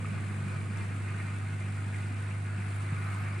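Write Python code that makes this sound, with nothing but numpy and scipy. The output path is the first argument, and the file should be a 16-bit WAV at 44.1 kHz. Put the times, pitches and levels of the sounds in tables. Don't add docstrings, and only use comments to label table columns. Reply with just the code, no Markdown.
import sys
import numpy as np
from scipy import signal
from scipy.fft import rfft, irfft
from scipy.io import wavfile

SR = 44100
rng = np.random.default_rng(int(sys.argv[2]) if len(sys.argv) > 2 else 0)


def transcribe(u):
    v = np.clip(np.atleast_2d(u).T, -1, 1)
    q = np.round(v * 32767).astype(np.int16)
    wavfile.write(sys.argv[1], SR, q)


N = 149940
TIME = np.arange(N) / SR
MAINS_HZ, SHAFT_HZ = 50.0, 24.437
PLIP_RISE_S, NEAR_WET_DB = .00088, -7

# time in seconds, level in dB.
HUM_LEVEL = [(0, -35.5), (.6, -35), (1.6, -34.5), (2.5, -34.3), (3.0, -33.5), (3.4, -34)]
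# multiple of the mains rate, level in dB.
PUMP_PARTIALS = [(3, -48.5), (4, -58.5), (5, -57), (6, -62), (7, -65.5), (9, -67), (10, -68), (12, -81.5),
                 (15, -70.5), (21, -83), (22, -69)]
# multiple of the shaft rate, level in dB.
MOTOR_PARTIALS = [(3, -61.5), (5, -52.5), (9, -56), (12, -64), (13.5, -66), (15, -62), (17, -72.5),
                  (17.5, -89), (21.5, -83), (23.5, -77), (26, -71.5), (26.5, -68), (27, -75.5)]
# time in seconds, frequency in Hz, level in dB.
DRONE_GLIDE = [(0, 157.5, -47), (.2, 151.6, -41.5), (.45, 145.2, -39), (.68, 136.5, -47),
               (0.851, 136.5, -54), (1.1, 136, -86)]

# frequency in Hz, relative density in dB.
GURGLE_SPECTRUM = [(20, -28), (44, -6), (54, -17.5), (85, -12.5), (115, -2), (146, -3.5), (168, -3),
                   (195, 0.5), (235, -10), (280, -12.5), (370, -14), (420, -18), (600, -19.5), (1200, -53)]
WATER_SPECTRUM = [(250, -21), (450, -9.5), (560, -21), (660, -3), (980, -4.5), (1220, -2), (1550, -1.5),
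                  (1720, -2), (1980, -3), (2350, -2.5), (2650, -6), (3200, -21), (4200, -18), (5500, -25),
                  (8000, -28), (11000, -37), (15000, -44)]
HISS_SPECTRUM = [(3000, -4), (5500, -16), (6800, -8), (7900, -3.5), (9000, -1), (9700, -6), (10500, -13),
                 (11300, -26), (12300, -24), (14300, -32), (15000, -27)]
# time in seconds, level in dB.
GURGLE_ENVELOPE = [(0, -42.5), (.7, -45.5), (.78, -43.5), (1.2, -45), (1.5, -48.5), (2.1, -46), (2.4, -50),
                   (3.4, -44)]
WATER_ENVELOPE = [(0, -48), (.07, -47.5), (.12, -46), (.27, -47.5), (.55, -46), (.68, -49.5), (.8, -45.5),
                  (.95, -47.5), (1.2, -45.5), (1.5, -48), (1.95, -47.5), (2.3, -47), (2.43, -49),
                  (2.63, -46.5), (3.05, -46), (3.3, -45.5), (3.4, -47)]
HISS_ENVELOPE = [(0, -55.5), (1.0, -55.5), (2.0, -55.5), (2.4, -57), (2.9, -55), (3.4, -56.5)]
# frequency in Hz, correlation from -1 to 1.
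GURGLE_COHERENCE = [(30, .5), (80, .5), (130, .78), (220, .85), (360, .74), (550, .6)]
WATER_COHERENCE = [(400, .6), (700, .2), (1000, .12), (1400, .42), (2300, .54), (3300, .64), (5500, .3),
                   (9000, 0)]
HISS_COHERENCE = [(4000, 0.82), (6500, 0.29), (8000, 0), (14000, 0)]
# frequency in Hz, left over right in dB.
GURGLE_PAN = [(40, 6), (80, 5), (130, -10.5), (220, -1), (400, 1)]
WATER_PAN = [(300, -1.6), (600, -0.56), (1000, 1.7), (1400, 1.3), (2000, 0), (2600, 0.65), (4000, 0.53)]
HISS_PAN = [(4000, -4), (6700, -2), (7400, -2), (8600, -5.5), (9300, 1), (14000, -1.5)]

# frequency in Hz, width in Hz, relative level in dB.
CAVITY_MODES = [(1242, 83, -2), (1473, 86, -1), (1826, 31, -8), (2094, 26, -1), (2384, 27, -4)]
# frequency in Hz, width in Hz, peak time in seconds,
# Gaussian spread in seconds, peak level in dB.
HOLLOW_RINGS = [(1245, 134, 3.114, 0.15, -49), (1160, 68, 0.38, 0.2, -59), (1350, 190, 2.76, 0.43, -60),
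                (2300, 56, 0.57, 0.071, -58.5), (2180, 76, 3.17, 0.092, -54), (2350, 600, 0.14, 0.023, -55)]
# start in seconds, starting frequency in Hz, strength in dB.
SMALL_BUBBLES = [(.046, 1230, -33), (0.177, 1200, -37), (.298, 1610, -40), (.308, 1760, -40),
                 (.613, 2290, -41.5), (.735, 1870, -40), (0.949, 1240, -39.5), (1.08, 2440, -40),
                 (1.143, 1525, -35.5), (1.727, 1700, -43), (1.941, 2420, -39), (1.944, 2120, -35),
                 (1.958, 1880, -36.5), (2.209, 1530, -38), (2.31, 2565, -42), (2.318, 2720, -45),
                 (2.53, 1390, -39), (2.889, 1870, -42), (3.02, 1825, -39), (3.08, 1245, -37),
                 (3.149, 1050, -36.5), (3.36, 2100, -38)]
# start in seconds, strength in dB.
DROP_IMPACTS = [(.177, -46), (.75, -50), (.809, -41), (1.199, -39.5), (1.28, -44.5), (1.606, -46),
                (3.021, -41.5), (3.277, -44)]
# start and length in seconds, first, middle and last frequency in Hz,
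# level in dB, left over right in dB.
WHISTLE_GLIDES = [(0.217, .18, 10850, 10050, 9700, -76, -3), (0.416, 0.47, 9400, 9100, 8900, -74, -12),
                  (2.567, 0.17, 9700, 10260, 11000, -72.5, -4), (2.72, .06, 10700, 11400, 12600, -77, -2),
                  (2.735, .072, 9350, 9750, 9400, -65.5, 0), (2.904, 0.25, 9700, 10370, 10550, -73, -7),
                  (2.96, .2, 12350, 12700, 13150, -80, -1), (3.14, .11, 13100, 12000, 11800, -77, -1),
                  (3.265, 0.088, 11300, 10200, 9500, -70, -6)]
# start in seconds, starting frequency in Hz, strength in dB.
LARGE_BUBBLES = [(0.691, 208, -26.5), (1.03, 192, -32), (1.23, 185, -25), (1.435, 187, -33),
                 (1.63, 205, -32), (1.705, 188, -24), (2.099, 255, -29.5), (2.578, 182, -26.5),
                 (3.134, 185, -28.5)]


def amp(db):
    return 10 ** (np.asarray(db) / 20)


def unit(x):
    return x / np.sqrt(np.mean(x ** 2) + 1e-20)


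def at_hz(table, hz):
    f, value = np.transpose(table)
    return np.interp(np.log(hz + 1), np.log(f + 1), value)


def envelope(table):
    return amp(np.interp(TIME, *np.transpose(table)))


def add(mix, start_s, sound):
    part = mix[..., max(round(start_s * SR), 0):][..., :sound.shape[-1]]
    part += sound[..., :part.shape[-1]]


def drift(rate_hz):
    hz = np.fft.rfftfreq(N, 1 / SR)
    low_pass = np.exp(-(hz / rate_hz) ** 2) * (hz > 0)
    return unit(irfft(rfft(rng.standard_normal(N)) * low_pass, N))


def colour(pair, spectrum, coherence):
    hz = np.fft.rfftfreq(N, 1 / SR)
    a, b = rfft(pair) * amp(at_hz(spectrum, hz))
    same = np.clip(at_hz(coherence, hz), -1, 1)
    mid, side = a * np.sqrt(1 + same), b * np.sqrt(1 - same)
    return unit(irfft([mid + side, mid - side], N))


def pan(pair, balance):
    db = at_hz(balance, np.fft.rfftfreq(N, 1 / SR))
    return unit(irfft(rfft(pair) * amp([db / 2, -db / 2]), N))


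def resonate(pair, centre_hz, width_hz):
    hz = np.fft.rfftfreq(N, 1 / SR)
    return unit(irfft(rfft(pair) / (1 + 1j * (hz - centre_hz) / width_hz) ** 2, N))


def room(pair, wet_db, t60_s=.28):
    t = np.arange(SR // 2) / SR
    tail = rng.standard_normal((2, len(t))) * amp(-60 * t / t60_s) * (t > .003)
    tail /= np.linalg.norm(tail, axis=1, keepdims=True)
    return pair + amp(wet_db) * signal.fftconvolve(pair, tail, axes=1)[:, :N]


def partials(base_hz, table, waver_db, spread_rad):
    out = np.zeros((2, N))
    for order, db in table:
        offset = np.array([[1], [-1]]) * min(spread_rad * order, np.pi / 4) * rng.choice([-1, 1])
        gain = amp(db + waver_db * drift(16))
        out += gain * np.sin(2 * np.pi * (order * base_hz * TIME + rng.random()) + offset)
    return np.sqrt(2) * out


def pump(peak_s=.0028):
    hum = np.sqrt(2) * envelope(HUM_LEVEL) * np.cos(2 * np.pi * 2 * MAINS_HZ * (TIME - peak_s))
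    harmonics = partials(MAINS_HZ, PUMP_PARTIALS, waver_db=-.5, spread_rad=.04)
    motor = partials(SHAFT_HZ, MOTOR_PARTIALS, waver_db=-.2, spread_rad=.022)
    return hum * amp([[-.32], [.32]]) + harmonics + motor


def drone(upper_ratio=1.37, upper_db=-6.5):
    times, hz, db = np.transpose(DRONE_GLIDE)
    phase = 2 * np.pi * np.cumsum(np.interp(TIME, times, hz)) / SR
    lower = np.sin(phase + .13 * drift(6))
    upper = amp(upper_db) * np.sin(upper_ratio * phase + .29 * drift(3.8))
    return amp(np.interp(TIME, times, db)) * (lower + upper)


def bubble(hz, decay_s, chirp=.04):
    t = np.arange(0, 7 * decay_s, 1 / SR)
    return np.exp(-t / decay_s) * np.sin(2 * np.pi * hz * t * (1 + chirp * t / t[-1]))


def swarm(low_hz, high_hz, per_s, spread_db, decay_cycles, sizes):
    out = np.zeros((2, N))
    for hz in np.geomspace(low_hz, high_hz, sizes):
        births = rng.random((2, N)) < per_s / sizes / 2 / SR
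        strength = amp(spread_db * np.minimum(rng.exponential(1, (2, N)), 4))
        rings = signal.oaconvolve(births * strength, bubble(hz, decay_cycles / hz)[None], axes=1)
        out += np.sqrt(hz) * unit(rings[:, :N])
    return unit(out)


def gurgle():
    bubbles = swarm(72, 594, per_s=1100, spread_db=.9, decay_cycles=2.87, sizes=12)
    noise = amp(-6.5) * rng.standard_normal((2, N))
    rumble = colour(bubbles + noise, GURGLE_SPECTRUM, GURGLE_COHERENCE)
    return envelope(GURGLE_ENVELOPE) * pan(rumble, GURGLE_PAN)


def surface(wash_share=.44, cavity_db=-17, flicker_db=.35):
    bubbles = swarm(546.2, 5950, per_s=1800, spread_db=2, decay_cycles=10.4, sizes=36)
    patter = colour(room(bubbles, wet_db=-1), WATER_SPECTRUM, WATER_COHERENCE)
    wash = colour(rng.standard_normal((2, N)), WATER_SPECTRUM, WATER_COHERENCE)
    water = np.sqrt(1 - wash_share) * patter + np.sqrt(wash_share) * wash
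    ringing = sum(amp(cavity_db + db) * resonate(water, hz, width) for hz, width, db in CAVITY_MODES)
    flicker = amp(flicker_db * drift(21))
    out = envelope(WATER_ENVELOPE) * pan((water + ringing) * flicker, WATER_PAN)
    trickle = colour(rng.standard_normal((2, N)), WATER_SPECTRUM, WATER_COHERENCE)
    for hz, width, peak_s, spread_s, db in HOLLOW_RINGS:
        swell = np.exp(-.5 * ((TIME - peak_s) / spread_s) ** 2)
        out += amp(db) * swell * resonate(trickle, hz, width)
    return out


def air_hiss(depth=.17, peak_s=.0054, flicker_db=.9):
    hiss = pan(colour(rng.standard_normal((2, N)), HISS_SPECTRUM, HISS_COHERENCE), HISS_PAN)
    stroke = 1 + depth * np.cos(2 * np.pi * MAINS_HZ * (TIME - peak_s))
    return hiss * stroke * envelope(HISS_ENVELOPE) * amp(flicker_db * drift(22))


def single_bubbles(table, rise_s, decay_s):
    out = np.zeros((2, N))
    for start, hz, db in table:
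        ring = bubble(hz, decay_s)
        attack = 1 - np.exp(-TIME[:len(ring)] / rise_s)
        add(out, start, amp(db) * attack * ring)
    return out


def plips():
    return room(single_bubbles(SMALL_BUBBLES, PLIP_RISE_S, decay_s=.0051), NEAR_WET_DB)


def drops():
    out, t = np.zeros((2, N)), TIME[:SR // 8]
    attack = 1 - np.exp(-t / PLIP_RISE_S)
    for start, strength_db in DROP_IMPACTS:
        for hz, width, db in CAVITY_MODES:
            ring = np.exp(-np.pi * width * t) * np.sin(2 * np.pi * (hz * t + rng.random()))
            add(out, start, amp(strength_db + db) * attack * ring)
    return room(out, NEAR_WET_DB)


def whistles(waver=.005, roughness=.011, flutter_db=3):
    out = np.zeros((2, N))
    for start, length, first, middle, last, db, lean_db in WHISTLE_GLIDES:
        progress = np.linspace(0, 1, round(length * SR))
        glide_hz = np.polyval(np.polyfit([0, .5, 1], [first, middle, last], 2), progress)
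        detune = (waver * drift(39) + roughness * drift(590))[:len(progress)]
        tone = np.sin(2 * np.pi * np.cumsum(glide_hz * (1 + detune)) / SR)
        swell = np.sqrt(2 * abs(np.sin(np.pi * progress)))
        flutter = amp(flutter_db * drift(70)[:len(progress)])
        add(out, start, swell * flutter * tone * amp([[db + lean_db / 2], [db - lean_db / 2]]))
    return out


def glugs():
    return single_bubbles(LARGE_BUBBLES, rise_s=.012, decay_s=.013)


def tick(start_s=.773, decay_s=.0023, db=-50):
    out, t = np.zeros((2, N)), TIME[:SR // 20]
    burst = resonate(rng.standard_normal((2, N)), centre_hz=6200, width_hz=1100)[:, :len(t)]
    add(out, start_s, amp(db) * burst * np.exp(-t / decay_s))
    return out


def thump(start_s=2.9215, hz=134.5, decay_s=.0059, db=-27.5):
    out, t = np.zeros(N), TIME[:SR // 8]
    swell = t / decay_s * np.exp(1 - t / decay_s)
    add(out, start_s, -amp(db) * swell * np.cos(2 * np.pi * hz * t))
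    return out


def scene():
    pump_and_drone = pump() + drone()
    water = gurgle() + glugs() + surface() + plips() + drops()
    return pump_and_drone + water + tick() + thump() + air_hiss() + whistles()


def record(dry, low_cut_hz=47, edge_hz=14900):
    hz = np.fft.rfftfreq(N, 1 / SR)
    bass_shelf = 1 - .9 / (1 + (hz / low_cut_hz) ** 12)
    low_pass = signal.firwin(511, edge_hz, window=("kaiser", 9), fs=SR)
    return signal.oaconvolve(irfft(rfft(dry) * bass_shelf, N), low_pass[None], "same")


dry = scene()
out = record(dry)
transcribe(out)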